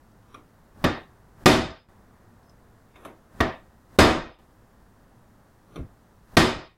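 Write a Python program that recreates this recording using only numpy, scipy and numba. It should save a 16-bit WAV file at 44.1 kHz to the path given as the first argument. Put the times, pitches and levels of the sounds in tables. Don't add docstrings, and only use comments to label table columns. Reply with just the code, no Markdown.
import sys
import numpy as np
from scipy import signal
from scipy.fft import rfft, irfft
from scipy.io import wavfile
from scipy.ndimage import uniform_filter1d
from numba import njit

SR = 44100
rng = np.random.default_rng(int(sys.argv[2]) if len(sys.argv) > 2 else 0)


def transcribe(signal):
    frames = np.atleast_2d(signal).T
    limited = np.clip(frames, -1, 1)
    pcm = np.round(limited * 32767).astype(np.int16)
    wavfile.write(sys.argv[1], SR, pcm)


N = 298557
T = np.arange(1 << 15) / SR
HZ = np.maximum(np.fft.rfftfreq(len(T), 1 / SR), 1)
SHORT_T = T[:2048]

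# frequency in Hz, relative density in dB per Hz.
HUM_COLOUR = [(20, -3.5), (48, 0), (81, -5.5), (107, 0.5), (138, -7), (228, -5), (270, -10), (485, -14),
              (976, -15.5), (1400, -19.5), (1850, -22.5), (2300, -32), (3000, -34.5), (16000, -39.5)]
# time in seconds, gain in dB.
HUM_DRIFT = [(0, -1.2), (1.2, 0.1), (2.1, 1), (2.7, -0.4), (3.8, -1.4), (4.7, -1), (5.3, -0.5), (6.1, -1.7),
             (6.77, -1.5)]
HUM_DB = -44

# frequency in Hz, decay time t60 in seconds, colour in dB.
ROOM_ECHO = [(40, 0.63, -4), (119, 0.25, -1), (294, 0.39, 5), (800, 0.46, 1.5), (1990, 0.43, -0.5),
             (4970, 0.41, -1.5), (8834, 0.31, -1.5), (15300, 0.21, 1.4)]

# start in seconds, level in dB, pitch in Hz.
TICKS = [(.114, -58, 4720), (.224, -56, 3360), (2.428, -57.5, 4290), (2.494, -52.5, 5150)]

# start in seconds, level in dB, lift of the boom in dB, lift of the body in dB.
THUDS = [(.3600, -45.5, 18, 25), (3.0830, -42, -2, 1.8), (5.7740, -34.5, 24, 1)]
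THUD_TREBLE_DB, THUD_TOP_DB, THUD_RISE_MS, THUD_ECHO_DB = -29.5, -21, 3.5, 11

# start in seconds, level in dB, lift of the boom in dB,
# rise in ms, button and shaft in dB relative to the level.
SET_DOWNS = [(0.3428, -40.5, 3, 2.1, -7), (2.9575, -45, -10.5, 0.83, -6), (3.0498, -37.5, 1, 0.43, -12.5),
             (5.7580, -37, 4, 1.55, -9)]
TIP_BODY_DB, TIP_TREBLE_DB, TIP_TOP_DB, TIP_ECHO_DB = -4.5, -11, 10, -2

# start in seconds, level in dB, lift of treble and top in dB, rise in ms,
# button and shaft in dB and hammer face in dB, both relative to the level.
BLOWS = [(0.8402, -16.5, 3, 3.5, -12, -29.5), (1.458, 4.5, 1, 1.9, -7.5, -34),
         (3.4035, -17.5, -1, 1.7, -10.5, -56), (3.9870, 4.5, -3, 1.6, -12, -37),
         (6.3682, 2.5, 1.5, 2.3, -10.5, -35)]
# level in dB, lifts of boom, body, treble and top in dB, echo in dB, lift of the clang in dB.
LIGHT_BLOW = (-17, 3.7, -5.5, -6.5, -13.5, -4.5, 14)
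HARD_BLOW = (6.5, 0.5, -3.5, 3.5, 9.5, -0.15, 0.5)

# frequency in Hz, width in Hz, relative peak in dB.
SHAFT_MODES = [(1210.4, 45, 0.8), (1600, 220, -10.5), (2390, 260, -21.5), (3150, 130, -18.5),
               (3470, 160, -19.5), (5700, 300, -27), (9540, 400, -32.5), (13200, 300, -33)]
# frequency in Hz, width in Hz, relative peak in dB.
BOX_MODES = [(97.9, 72, -1.5), (175, 33, -4.5), (239.5, 6, 5.5), (299.6, 14, -6), (332, 10, 0),
             (378, 15, 0.5), (538, 21, -7), (659, 35, -5), (759, 14, -4.5), (942, 18, -10), (1225, 14, -9),
             (1588.6, 57, -12), (1758.6, 14, -9), (1875, 11, -7), (2060, 16, -15.5), (2500, 27, -10),
             (3070, 50, -22.5), (3634, 41, -12), (3940, 40, -27.5), (4440, 38, -17), (5024, 18, -10.5),
             (6680, 51, -26.5), (7990, 30, -27)]
# frequency in Hz, relative density in dB per Hz.
DENSE_COLOUR = [(18, -42), (30, -10), (299, -0.5), (479, -8), (1050, -10.5), (1200, -10), (1720, -16.5),
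                (1870, -12.5), (2760, -18), (3680, -18.5), (4780, -23.5), (11300, -38), (15500, -51)]
# frequency in Hz, decay time t60 in seconds.
DENSE_T60 = [(100, .15), (400, 0.13), (1500, 0.041), (5000, 0.072), (14000, 0.023)]

# start in seconds, end in seconds.
DIPS = [(1.4400, 1.8870), (3.9675, 4.3870), (6.3570, 6.77)]
DIP_DB, TOP_HZ = -9.6, 16050


def undb(db):
    return 10 ** (np.asarray(db) / 20)


def unit(x):
    return x / np.linalg.norm(x)


def unit_start(x):
    return unit(x) * np.sqrt(.03 * SR)


def add(track, s, sound):
    i = int(s * SR)
    track[i:i + len(sound)] += sound[:len(track) - i]


def on_log(hz, table, col=1):
    table = np.array(table)
    return np.interp(np.log(hz), np.log(table[:, 0]), table[:, col])


def causal(db):
    cep = irfft(db * np.log(10) / 20)
    cep[1:len(T) // 2] *= 2
    cep[len(T) // 2 + 1:] = 0
    return np.exp(rfft(cep))


def fading_noise(t60, size=256):
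    hz, t, cells = signal.stft(rng.standard_normal(len(T)), SR, nperseg=size)
    seconds = np.clip(on_log(np.maximum(hz, 1), t60), .01, 2)[:, None]
    fall_db = -60 * t / seconds
    return signal.istft(cells * undb(fall_db), SR, nperseg=size)[1][:len(T)]


def modal_ring(modes, t, lift=((1, 0),), clang_db=0, scatter_db=1.0):
    hz, width, db = np.transpose(modes)[:, :, None]
    db = db + on_log(hz, lift) + scatter_db * rng.standard_normal(hz.shape)
    db += clang_db * np.exp(-((hz - 1840) / 150) ** 2)
    partials = undb(db) * width * np.exp(-np.pi * width * t) * np.sin(2 * np.pi * hz * t)
    return partials.sum(axis=0)


def hum():
    hz = np.fft.rfftfreq(N, 1 / SR)
    spectrum = rfft(rng.standard_normal(N)) * undb(on_log(np.maximum(hz, 1), HUM_COLOUR))
    air = irfft(spectrum * (hz < 2500), N)
    hiss = irfft(spectrum * (hz >= 2500), N)
    drift_db = np.interp(np.arange(N) / SR, *np.transpose(HUM_DRIFT))
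    return undb(HUM_DB) * (undb(drift_db) * air + hiss) / (air + hiss).std()


def room(gap_s=0.003):
    echo = fading_noise(ROOM_ECHO) * np.clip(T / gap_s - 1, 0, 1)
    return rfft(unit(irfft(rfft(echo) * causal(on_log(HZ, ROOM_ECHO, col=2)))))


def tick(hz, t60=0.041, rough=5.2, click_db=-6, click_s=.004):
    grain = 1 + rough * uniform_filter1d(rng.standard_normal(len(T)), size=12)
    ring = grain * np.sin(2 * np.pi * hz * T) * undb(-60 * T / t60)
    click = undb(click_db) * np.diff(rng.standard_normal(len(T) + 1)) * np.exp(-T / click_s)
    return (ring + click) * np.clip(T / .003, 0, 1)


def face(centre_hz=12100, width_hz=3000, t60_s=0.018, rise_s=0.0028):
    edges = [centre_hz - width_hz / 2, centre_hz + width_hz / 2]
    click = rng.standard_normal(len(SHORT_T)) * undb(-60 * SHORT_T / t60_s) * np.clip(SHORT_T / rise_s, 0, 1)
    return unit_start(signal.sosfilt(signal.butter(2, edges, "band", fs=SR, output="sos"), click))


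def shaft(chatter_s=.0055):
    ring = modal_ring(SHAFT_MODES, SHORT_T)
    chatter = rng.standard_normal(len(SHORT_T)) * SHORT_T * np.exp(-2 * SHORT_T / chatter_s)
    return unit_start(signal.fftconvolve(ring, chatter)[:len(SHORT_T)])


def contact(echo, boom_db, body_db, treble_db, top_db, rise_ms, echo_db, clang_db, ring_db=-4.5, dense_db=-0.5,
            boom_hz=160, boom_s=.012):
    lift = [(90, boom_db), (300, body_db), (1200, 0.0017), (5000, treble_db), (13000, top_db)]
    t = T[:len(T) // 4]
    ring = modal_ring(BOX_MODES, t, lift, clang_db)
    modes = undb(ring_db) * np.pad(unit(ring), (0, len(T) - len(t)))
    colour = causal(on_log(HZ, DENSE_COLOUR) + on_log(HZ, lift))
    dense = undb(dense_db) * unit(irfft(colour * rfft(fading_noise(DENSE_T60))))
    answer = irfft(rfft(modes + unit(irfft(colour))) * echo)
    sound = modes + dense + undb(echo_db) * answer
    boom = signal.sosfilt(signal.butter(2, boom_hz, fs=SR, output="sos"), sound)
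    bite = np.clip(T * 1000 / rise_ms, 0, 1)
    sound = bite * (sound - boom * np.exp(-T / boom_s))
    return sound / np.sqrt(np.mean(sound[T < .03] ** 2))


def thud(boom_db, body_db):
    return contact(room(), boom_db, body_db, THUD_TREBLE_DB, THUD_TOP_DB, THUD_RISE_MS, THUD_ECHO_DB, 0)


def set_down(boom_db, rise_ms, shaft_db):
    sound = contact(room(), boom_db, TIP_BODY_DB, TIP_TREBLE_DB, TIP_TOP_DB, rise_ms, TIP_ECHO_DB, 0)
    add(sound, 0, undb(shaft_db) * shaft())
    return sound


def hammer_blow(db, bright_db, rise_ms, shaft_db, face_db):
    force = np.clip((db - LIGHT_BLOW[0]) / (HARD_BLOW[0] - LIGHT_BLOW[0]), 0, 1)
    tone = (1 - force) * np.array(LIGHT_BLOW[1:]) + force * np.array(HARD_BLOW[1:])
    boom, body, treble, top, echo, clang = tone
    sound = contact(room(), boom, body, treble + bright_db, top + bright_db, rise_ms, echo, clang)
    add(sound, 0, undb(face_db) * face())
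    add(sound, rise_ms / 1000, undb(shaft_db) * shaft())
    return sound


def scene():
    dry = hum()
    for s, db, hz in TICKS:
        add(dry, s, undb(db) * tick(hz))
    for s, db, boom_db, body_db in THUDS:
        add(dry, s, undb(db) * thud(boom_db, body_db))
    for s, db, boom_db, rise_ms, shaft_db in SET_DOWNS:
        add(dry, s, undb(db) * set_down(boom_db, rise_ms, shaft_db))
    for s, db, bright_db, rise_ms, shaft_db, face_db in BLOWS:
        add(dry, s, undb(db) * hammer_blow(db, bright_db, rise_ms, shaft_db, face_db))
    return dry[None]


@njit
def follow(x, attack, release):
    out, e = np.empty(len(x)), 1e-9
    for i in range(len(x)):
        e += (abs(x[i]) - e) * (attack if abs(x[i]) > e else release)
        out[i] = e
    return out


def limit(x, threshold_db=-2.35, ratio=1.4, attack_s=0.0005, release_s=0.042, ceiling=2.5):
    level = follow(x, 1 / (attack_s * SR), 1 / (release_s * SR))
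    x = x * np.minimum(1, (undb(threshold_db) / level) ** (1 - 1 / ratio))
    return ceiling * np.tanh(x / ceiling)


def suppress(x, over_db=8, knee_db=4, depth_db=11, open_db_s=110, close_db_s=130, size=1024):
    hop = size // 4
    cells = signal.stft(x, nperseg=size, noverlap=size - hop)[-1]
    power = uniform_filter1d(np.abs(cells) ** 2, size=9, axis=0) + 1e-20
    floor = np.median(power, axis=1, keepdims=True)
    over = 10 * np.log10(power / floor)
    gain_db = depth_db * (np.clip((over - over_db) / knee_db, 0, 1) - 1)
    for k in range(1, len(gain_db.T)):
        gain_db[:, k] = np.maximum(gain_db[:, k], gain_db[:, k - 1] - close_db_s * hop / SR)
        gain_db[:, -k - 1] = np.maximum(gain_db[:, -k - 1], gain_db[:, -k] - open_db_s * hop / SR)
    return signal.istft(cells * undb(gain_db), nperseg=size, noverlap=size - hop)[-1][:N]


def record(dry):
    x = suppress(limit(dry[0]))
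    for start, end in DIPS:
        x[int(start * SR):int(end * SR)] *= undb(DIP_DB)
    return signal.sosfilt(signal.ellip(10, .2, 70, TOP_HZ, fs=SR, output="sos"), x)[None]


dry = scene()
out = record(dry)
transcribe(out)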